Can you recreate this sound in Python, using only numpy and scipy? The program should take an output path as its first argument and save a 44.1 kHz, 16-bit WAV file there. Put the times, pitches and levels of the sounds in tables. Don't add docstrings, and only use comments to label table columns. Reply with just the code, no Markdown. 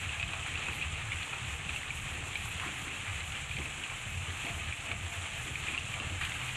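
import sys
import numpy as np
from scipy import signal
from scipy.fft import rfft, irfft
from scipy.io import wavfile
from scipy.ndimage import uniform_filter1d

SR = 44100
rng = np.random.default_rng(int(sys.argv[2]) if len(sys.argv) > 2 else 0)


def wrap_up_sound(samples):
    columns = np.atleast_2d(samples).T
    tamed = np.clip(columns, -1, 1)
    steps = np.round(tamed * 32767).astype(np.int16)
    wavfile.write(sys.argv[1], SR, steps)


N = 289396

# time in seconds, gain in dB.
RAIN_RIDE = [(0, 0.5), (1.1, 0.3), (2.2, -0.5), (2.55, 0.6), (3.2, 0.25), (4.05, -1), (4.45, -0.3),
             (5.3, -0.4), (6.3, -0.1), (6.56, 1.5)]
# time in seconds, level in dB before its boost.
TOP_HISS_RIDE = [(0, -64), (.07, -71), (.14, -76), (.24, -71), (.27, -74), (.46, -75), (.66, -76),
                 (.75, -59), (.89, -80), (1.15, -69), (1.33, -70), (1.44, -76), (1.5, -67), (1.68, -76),
                 (1.77, -63), (1.88, -77), (1.97, -63), (2.08, -71), (2.14, -66), (2.23, -83), (2.26, -66),
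                 (2.32, -71), (2.5, -59), (2.56, -74), (2.65, -63), (2.7, -71), (2.83, -63), (2.9, -73),
                 (2.96, -65), (3.01, -76), (3.14, -66), (3.23, -75), (3.27, -60), (3.36, -70), (3.6, -66),
                 (3.76, -69), (3.84, -76), (4.02, -67), (4.05, -74), (4.11, -63), (4.29, -72), (4.33, -64),
                 (4.57, -65), (4.71, -76), (4.75, -71), (5.17, -66), (5.32, -76), (5.37, -64), (5.7, -69),
                 (5.72, -65), (5.75, -76), (5.94, -66), (6.01, -76), (6.1, -69), (6.17, -73), (6.23, -61),
                 (6.39, -68), (6.45, -63), (6.56, -68)]
# start in seconds, ring peak in dB, pitch in Hz, ring decay in seconds,
# tick in dB relative to the ring.
DRIP_CUES = [(0.0927, -31, 2690, 0.0013, -12), (.198, -26.5, 2500, .004, -16),
             (.2285, -23, 2560, 0.0014, -7.5), (.3047, -36, 2620, .0015, -5),
             (.3332, -26.5, 2520, 0.0026, -10), (.462, -28.5, 2330, .0013, -8),
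             (.555, -26.5, 2630, 0.0019, -11), (.5756, -36, 2460, .001, -1),
             (.6666, -27.5, 2460, .0035, -13), (0.6845, -27, 2580, .0041, -15),
             (0.7314, -32, 2360, .0022, -7), (.8127, -26, 2455, .003, -20), (.8245, -27, 2680, .002, -10),
             (0.8277, -28, 2600, .0026, -16), (0.956, -29.5, 2460, 0.0029, -18),
             (1.1153, -29, 2240, 0.0013, -13), (1.1195, -25.5, 2220, 0.002, -13),
             (1.23, -31, 2460, .0012, -5), (1.3311, -29, 2400, .0022, -8), (1.4483, -38, 2640, .001, -1),
             (1.692, -27, 2490, .002, -8), (1.761, -25.5, 2690, 0.0018, -14), (1.832, -31, 2050, .002, -10),
             (1.905, -28, 2320, .0026, -17), (2.355, -24.5, 2300, .002, -8),
             (2.679, -30.5, 2420, 0.0022, -14), (2.88, -33, 2220, .0014, -12),
             (3.077, -32, 2300, .0014, -14), (3.205, -31, 2110, 0.0011, -7), (3.32, -32, 2770, .003, -7),
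             (3.353, -35, 2690, .0015, -12), (3.5126, -29.5, 2390, .0023, -12),
             (3.5681, -26, 2330, .0018, -11), (3.618, -30, 2250, .0014, -16),
             (3.655, -33.5, 2660, .003, -14), (3.838, -27, 2720, .0019, -12), (3.899, -30, 2310, .002, -10),
             (4.015, -40, 2240, .001, -6), (4.304, -33.5, 1880, .0018, -6), (4.392, -31, 2500, .0012, -12),
             (4.4507, -30, 2570, .0018, -4), (4.467, -27.5, 2180, .0015, -9),
             (4.486, -30, 2590, .0015, -14), (4.7248, -27.5, 2350, .002, -16),
             (4.915, -26, 2280, .0016, -9), (5.556, -24.5, 2330, 0.0017, -25),
             (5.684, -26, 2420, 0.0022, -22), (5.7432, -29.5, 2290, .0023, -17),
             (5.7475, -30, 2380, 0.002, -15), (5.7774, -24, 2740, 0.0024, -16),
             (5.9388, -30, 2320, .0018, -12), (6, -28, 2680, .0016, -8), (6.2106, -31, 1900, .0018, -16),
             (6.2222, -31, 2300, .002, -17), (6.233, -27, 2430, 0.0028, -18),
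             (6.2513, -30, 2960, .0018, -10), (6.32, -29.5, 2120, .0015, -12),
             (6.491, -31, 2340, .0014, -5)]
# share fallen so far from 0 to 1, time in seconds.
DRIP_PACING = [(0, 0), (.35, 1.0), (.55, 2.2), (1, 6.56)]
# start in seconds, level in dB before the envelope, decay in seconds,
# centre in Hz, fizz in dB relative to the body.
SPLASH_CUES = [(0.334, -39, .026, 1130, -19), (.461, -38.5, 0.015, 1400, -19),
               (.682, -34, .0092, 1330, -16), (1.332, -41, .015, 1310, -20), (2.452, -44, .01, 1112, -1),
               (2.595, -39.5, .073, 1810, -21), (2.632, -39, 0.047, 1400, -20),
               (2.86, -40, 0.024, 1875, -20), (3.06, -41.5, 0.03, 1500, -19),
               (3.204, -43, 0.011, 2101, -17), (4.455, -46.5, .047, 784, -19),
               (4.491, -40, .026, 2200, -21), (4.914, -40.5, .019, 1500, -17),
               (5.961, -47.5, .072, 1100, -19), (6.21, -35.5, .08, 2000, -16), (6.249, -41, .02, 2700, -8),
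               (6.29, -41.5, .045, 2090, -6.5)]
# start in seconds, level in dB before the envelope.
KNOCK_CUES = [(0.682, -49.5), (1.62, -54.5), (2.112, -47), (2.18, -47), (2.66, -46), (2.87, -48.5),
              (3.58, -43), (3.771, -52), (4.281, -48.5), (4.439, -46), (4.551, -52), (4.89, -49),
              (5.01, -53), (5.459, -45.5), (5.68, -46), (5.999, -45.5), (6.102, -46.5)]
# time in seconds, shaft rate in Hz.
IDLE_SPEED = [(0, 18.8), (.9, 18.5), (2.4, 18.4), (3.3, 17.8), (4.6, 17.9), (6.56, 18.1)]
# multiple of the shaft rate, relative level in dB.
ENGINE_ORDERS = [(2, -11.5), (3, -20), (4, -5.5), (5, -7), (6, -10), (7, -8.5), (8, -8.3), (11, -20.5)]
# time in seconds, gain in dB.
RUMBLE_RIDE = [(0, -46), (.15, -48.5), (.24, -42), (.35, -47.5), (.54, -46), (.7, -45.5), (.8, -48.5),
               (.9, -45.5), (1.16, -43.5), (1.28, -54), (1.4, -45), (1.62, -44.5), (1.8, -51),
               (1.93, -44.5), (2.3, -48.5), (2.63, -44.5), (2.92, -50), (3.3, -48), (3.62, -45),
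               (3.87, -51), (4.1, -47.5), (4.4, -48.5), (4.57, -43), (4.83, -53), (4.95, -47), (5.8, -49),
               (6.12, -43.5), (6.3, -47), (6.56, -47.5)]
# start in seconds, length in seconds, level in dB before the trim, pitch in Hz.
THROB_CUES = [(0.01, 0.084, -41.5, 84), (0.206, 0.084, -43, 108.6), (.48, 0.074, -39, 80),
              (0.524, 0.062, -40, 79), (.645, .14, -39, 76), (0.837, 0.064, -38.5, 73.3),
              (1.009, 0.13, -42, 109), (1.119, 0.094, -41.5, 78), (1.474, 0.13, -41, 73),
              (1.673, 0.094, -39.5, 75.3), (1.888, .11, -43.5, 88), (2.105, 0.082, -42.6, 73.4),
              (2.18, 0.087, -45, 71), (2.44, 0.068, -43, 112), (2.521, .09, -44, 76.6),
              (3.065, 0.08, -37.5, 97), (3.139, 0.044, -37, 82.6), (3.191, .08, -38, 82),
              (3.56, .12, -44, 72), (4.045, 0.075, -40, 96), (4.121, .12, -38, 86.5),
              (4.254, .11, -40, 88.4), (4.513, .09, -40, 82), (4.58, .08, -42.5, 78),
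              (4.66, 0.076, -41, 84), (4.868, 0.095, -42.5, 93), (4.979, 0.14, -37.5, 88),
              (5.133, 0.13, -42, 90), (5.928, 0.079, -42.2, 94), (6.014, 0.12, -40, 91),
              (6.08, .13, -37, 91)]
# start in seconds, length in seconds, level in dB, pitch in Hz.
TONE_CUES = [(.15, .15, -57, 681), (.31, .13, -57, 666), (4.448, 0.092, -47.5, 691), (4.52, .14, -59, 691),
             (4.83, .15, -57, 692), (4.835, .13, -57, 633), (5.06, 0.16, -55.5, 692),
             (5.08, 0.31, -62, 668), (5.95, .17, -60, 636), (5.933, .18, -60.5, 710)]

# frequency in Hz, gain in dB.
WASH_EQ = [(120, -11), (200, -3.5), (300, -4.5), (400, -8), (475, -5.5), (570, -7.5), (690, -4),
           (790, -1.5), (1000, -4.5), (1220, 0.5), (1450, -2.5), (2000, 0), (2550, 6), (3300, -3),
           (4200, -11), (5200, -26)]
PATTER_EQ = [(500, -38), (1000, -19), (1800, -6.5), (2250, -4), (2560, -6.5), (2800, -6), (3200, -2),
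             (4000, -15.5), (5000, -34), (7300, -15.5), (11000, -38), (15000, -46)]
HISS_EQ = [(3500, -28.5), (5000, -16), (5600, -11.5), (6500, -4), (7300, 1), (8300, -2.5), (10000, -10.5),
           (11500, -25), (13500, -31), (15500, -39)]
TOP_HISS_EQ = [(7000, -35), (9500, -7), (11000, -4), (13000, -15), (15500, -32)]
TICK_EQ = [(700, -15), (1300, -3), (2500, 1), (3400, 6.5), (4000, 0), (4500, -5.5), (5400, -32)]
KNOCK_EQ = [(120, -11), (200, -3.5), (280, -1), (360, -3), (470, -9), (800, -15.5)]
RUMBLE_EQ = [(20, -29), (30, -11), (45, -6.5), (60, -6.5), (75, 2), (90, -1.5), (120, -0.5), (146, -10.5),
             (170, -5), (230, -22.5)]


def rainfall(wash_db=-42, patter_db=-50.5, plink_db=-53):
    far_drops = room(impacts(rate=2000, spread_db=1.5), wet_db=0.5, t60=0.14)
    wash = shimmer(colour(far_drops, WASH_EQ), depth_db=1.1, rate=28)
    near_drops = room(impacts(rate=170, spread_db=3.6), wet_db=-3, t60=0.09)
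    patter = colour(near_drops, PATTER_EQ)
    treble = hiss() + top_hiss()
    flurry = undb(0.64 * walk(17))
    ground = level(wash, wash_db) + level(patter, patter_db) + level(plinks(), plink_db)
    return flurry * (ground * undb(curves(RAIN_RIDE)[0]) + treble)


def shimmer(x, depth_db, rate, bands=5):
    out = 0
    for edge_hz in 350 * 2 ** np.arange(bands):
        band = signal.sosfiltfilt(signal.butter(3, edge_hz, fs=SR, output="sos"), x)
        out = out + band * undb(depth_db * walk(rate))
        x = x - band
    return out


def plinks(count=420, centre_hz=2150, octaves=0.42, decay_cycles=14, spread_db=6.3, rise_s=0.0049):
    out, t = np.zeros(N), np.arange(SR // 25) / SR
    for when, pitch, size in rng.random((count, 3)):
        hz = centre_hz * 2 ** (octaves * max(1.3 + np.log(pitch), -2.5))
        ring = envelope(t, rise_s, decay_cycles / hz)
        gain = undb(spread_db * size ** 2) * hz / centre_hz
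        add(out, when * N / SR, gain * ring * np.sin(2 * np.pi * hz * t * (1 + t)))
    return out


def hiss(hiss_db=-51, follow=0.12):
    smooth = rng.standard_normal(N)
    grain = room(impacts(rate=200, spread_db=-6.5), wet_db=12, t60=0.1)
    bed = colour(smooth + level(grain, -2.7), HISS_EQ)
    ride_db = curves(TOP_HISS_RIDE)[0]
    return level(bed, hiss_db) * undb(follow * (ride_db - ride_db.mean()))


def top_hiss(boost_db=3.5):
    flicker = flutter(depth_db=2.5, rate=42)
    grain = room(impacts(rate=700, spread_db=2.0), wet_db=4, t60=0.04)
    return level(colour(grain, TOP_HISS_EQ), boost_db) * flicker * undb(curves(TOP_HISS_RIDE)[0])


def drips(count=80, small_db=-39.5, spread_db=2.5, small_hz=2570, scatter_hz=55, small_ring_s=0.0037):
    out = np.zeros(N)
    for s, peak_db, hz, ring_s, tick_db in DRIP_CUES:
        add(out, s, drip(peak_db, hz, ring_s, tick_db))
    for k, (jitter, size, pitch) in enumerate(rng.uniform(-1, 1, (count, 3))):
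        share = (k + 1 + jitter) / (count + 1)
        s = np.interp(share, *np.transpose(DRIP_PACING))
        add(out, s, drip(small_db + spread_db * size, small_hz + scatter_hz * pitch, small_ring_s))
    return out


def drip(peak_db, hz, ring_s, tick_db=-12, glide=0.013, echo_db=-4.5):
    t = np.arange(SR // 12) / SR
    tick_s, echo_rise_s, echo_decay_s = 0.0028, 0.0025, 0.012
    ring = envelope(t, rise_s=0.0007, decay_s=ring_s)
    phase = 2 * np.pi * hz * (t + glide * t * (1 - np.exp(-t / ring_s)))
    tick = level(colour(rng.standard_normal(len(t)), TICK_EQ), tick_db) * np.exp(-t / tick_s)
    direct = undb(peak_db) * (ring / ring.max() * np.sin(phase) + tick)
    echo = resonate(rng.standard_normal(len(t)), hz, width_hz=380)
    echo *= (1 - np.exp(-t / echo_rise_s)) ** 2 * np.exp(-t / echo_decay_s)
    return direct + undb(echo_db) * echo * np.linalg.norm(direct) / np.linalg.norm(echo)


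def splashes(rise_s=0.001, droplets_per_s=2500, body_top_hz=3800):
    out, t = np.zeros(N), np.arange(SR // 3) / SR
    lowpass = signal.butter(4, body_top_hz, fs=SR, output="sos")
    for s, splash_db, decay_s, hz, fizz_db in SPLASH_CUES:
        droplets = rng.standard_normal(len(t)) * (rng.random(len(t)) < droplets_per_s / SR)
        body = level(signal.sosfilt(lowpass, resonate(droplets, hz, width_hz=hz)), splash_db)
        fizz = level(colour(droplets, HISS_EQ), splash_db + fizz_db)
        add(out, s, (body + fizz) * envelope(t, rise_s, decay_s))
    return out


def knocks(rise_s=0.00062, decay_s=0.06):
    out, t = np.zeros(N), np.arange(SR // 3) / SR
    for s, knock_db in KNOCK_CUES:
        thud = level(colour(rng.standard_normal(len(t)), KNOCK_EQ), knock_db)
        add(out, s, thud * envelope(t, rise_s, decay_s))
    return out


def rumble(noise_db=-2.5):
    boom = engine() + level(colour(rng.standard_normal(N), RUMBLE_EQ), noise_db)
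    return boom * flutter(depth_db=3.2, rate=44) * undb(curves(RUMBLE_RIDE)[0]) + throbs()


def engine(trim_db=-1.0, waver_db=3.0):
    out = np.zeros(N)
    turns = np.cumsum(curves(IDLE_SPEED)[0]) / SR
    for order, order_db in ENGINE_ORDERS:
        gain = np.sqrt(2) * undb(trim_db + order_db + waver_db * walk(7))
        out += gain * np.sin(2 * np.pi * (order * turns + rng.random()))
    return out


def throbs(trim_db=-0.5):
    out = np.zeros(N)
    for s, length_s, throb_db, hz in THROB_CUES:
        t = np.arange(int(length_s * SR)) / SR
        swell = np.sqrt(2) * undb(throb_db + trim_db) * np.hanning(len(t))
        add(out, s, swell * np.sin(2 * np.pi * (hz * t + rng.random())))
    return out


def far_tone(fade_s=0.029, waver=0.00698, blur=0.4):
    out, t = np.zeros(N), np.arange(N) / SR
    wavering_time = np.cumsum(1 + waver * walk(30)) / SR
    for s, length_s, tone_db, hz in TONE_CUES:
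        direct = np.sqrt(2) * np.sin(2 * np.pi * hz * wavering_time)
        echoes = level(resonate(rng.standard_normal(N), hz, width_hz=45), 0)
        gate = np.clip(np.minimum(t - s, s + length_s - t) / fade_s, 0, 1)
        out += undb(tone_db) * gate * (direct + blur * echoes)
    return out


def room(x, wet_db, t60):
    decay = np.exp(-2 * np.log(1000) / (t60 * SR))
    energy = signal.lfilter([0, 1 - decay], [1, -decay], x ** 2)
    return x + undb(wet_db) * np.sqrt(energy) * rng.standard_normal(len(x))


def impacts(rate, spread_db):
    chance, size, sign = rng.random(N), rng.exponential(size=N), rng.choice([-1, 1], N)
    return (chance < rate / SR) * sign * undb(spread_db * np.minimum(size, 2.5))


def colour(x, points, size=8192):
    hz, db = np.transpose(points)
    bins = np.maximum(np.fft.rfftfreq(size, 1 / SR), 1)
    skirts = (np.minimum(bins / hz[0], 1) * np.minimum(hz[-1] / bins, 1)) ** 2
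    response = skirts * undb(np.interp(np.log(bins), np.log(hz), db))
    cepstrum = irfft(np.log(response))
    cepstrum[1:size // 2] *= 2
    cepstrum[size // 2 + 1:] = 0
    return signal.oaconvolve(x, irfft(np.exp(rfft(cepstrum))))[:len(x)]


def resonate(x, hz, width_hz):
    peak = signal.iirpeak(hz, hz / width_hz, fs=SR)
    return signal.lfilter(*peak, signal.lfilter(*peak, x))


def envelope(t, rise_s, decay_s):
    return (1 - np.exp(-t / rise_s)) * np.exp(-t / decay_s)


def flutter(depth_db, rate):
    return level(undb(depth_db * np.tanh(1.3 * walk(rate))), 0)


def walk(rate):
    hold = int(SR / rate)
    steps = np.repeat(rng.standard_normal(N // hold + 1), hold)[:N]
    return level(uniform_filter1d(uniform_filter1d(steps, hold), hold), 0)


def curves(table):
    s, *columns = np.transpose(table)
    return [np.interp(np.arange(N) / SR, s, column) for column in columns]


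def add(track, s, sound):
    start = max(int(s * SR), 0)
    track[start:start + len(sound)] += sound[:N - start]


def level(x, db):
    return x * undb(db) / np.sqrt(np.mean(x ** 2))


def undb(db):
    return 10 ** (np.asarray(db) / 20)


def scene():
    return (rainfall() + drips() + splashes() + knocks() + rumble() + far_tone())[None]


def record(dry):
    return signal.sosfilt(signal.ellip(10, 0.2, 70, 15600, fs=SR, output="sos"), dry)


dry = scene()
out = record(dry)
wrap_up_sound(out)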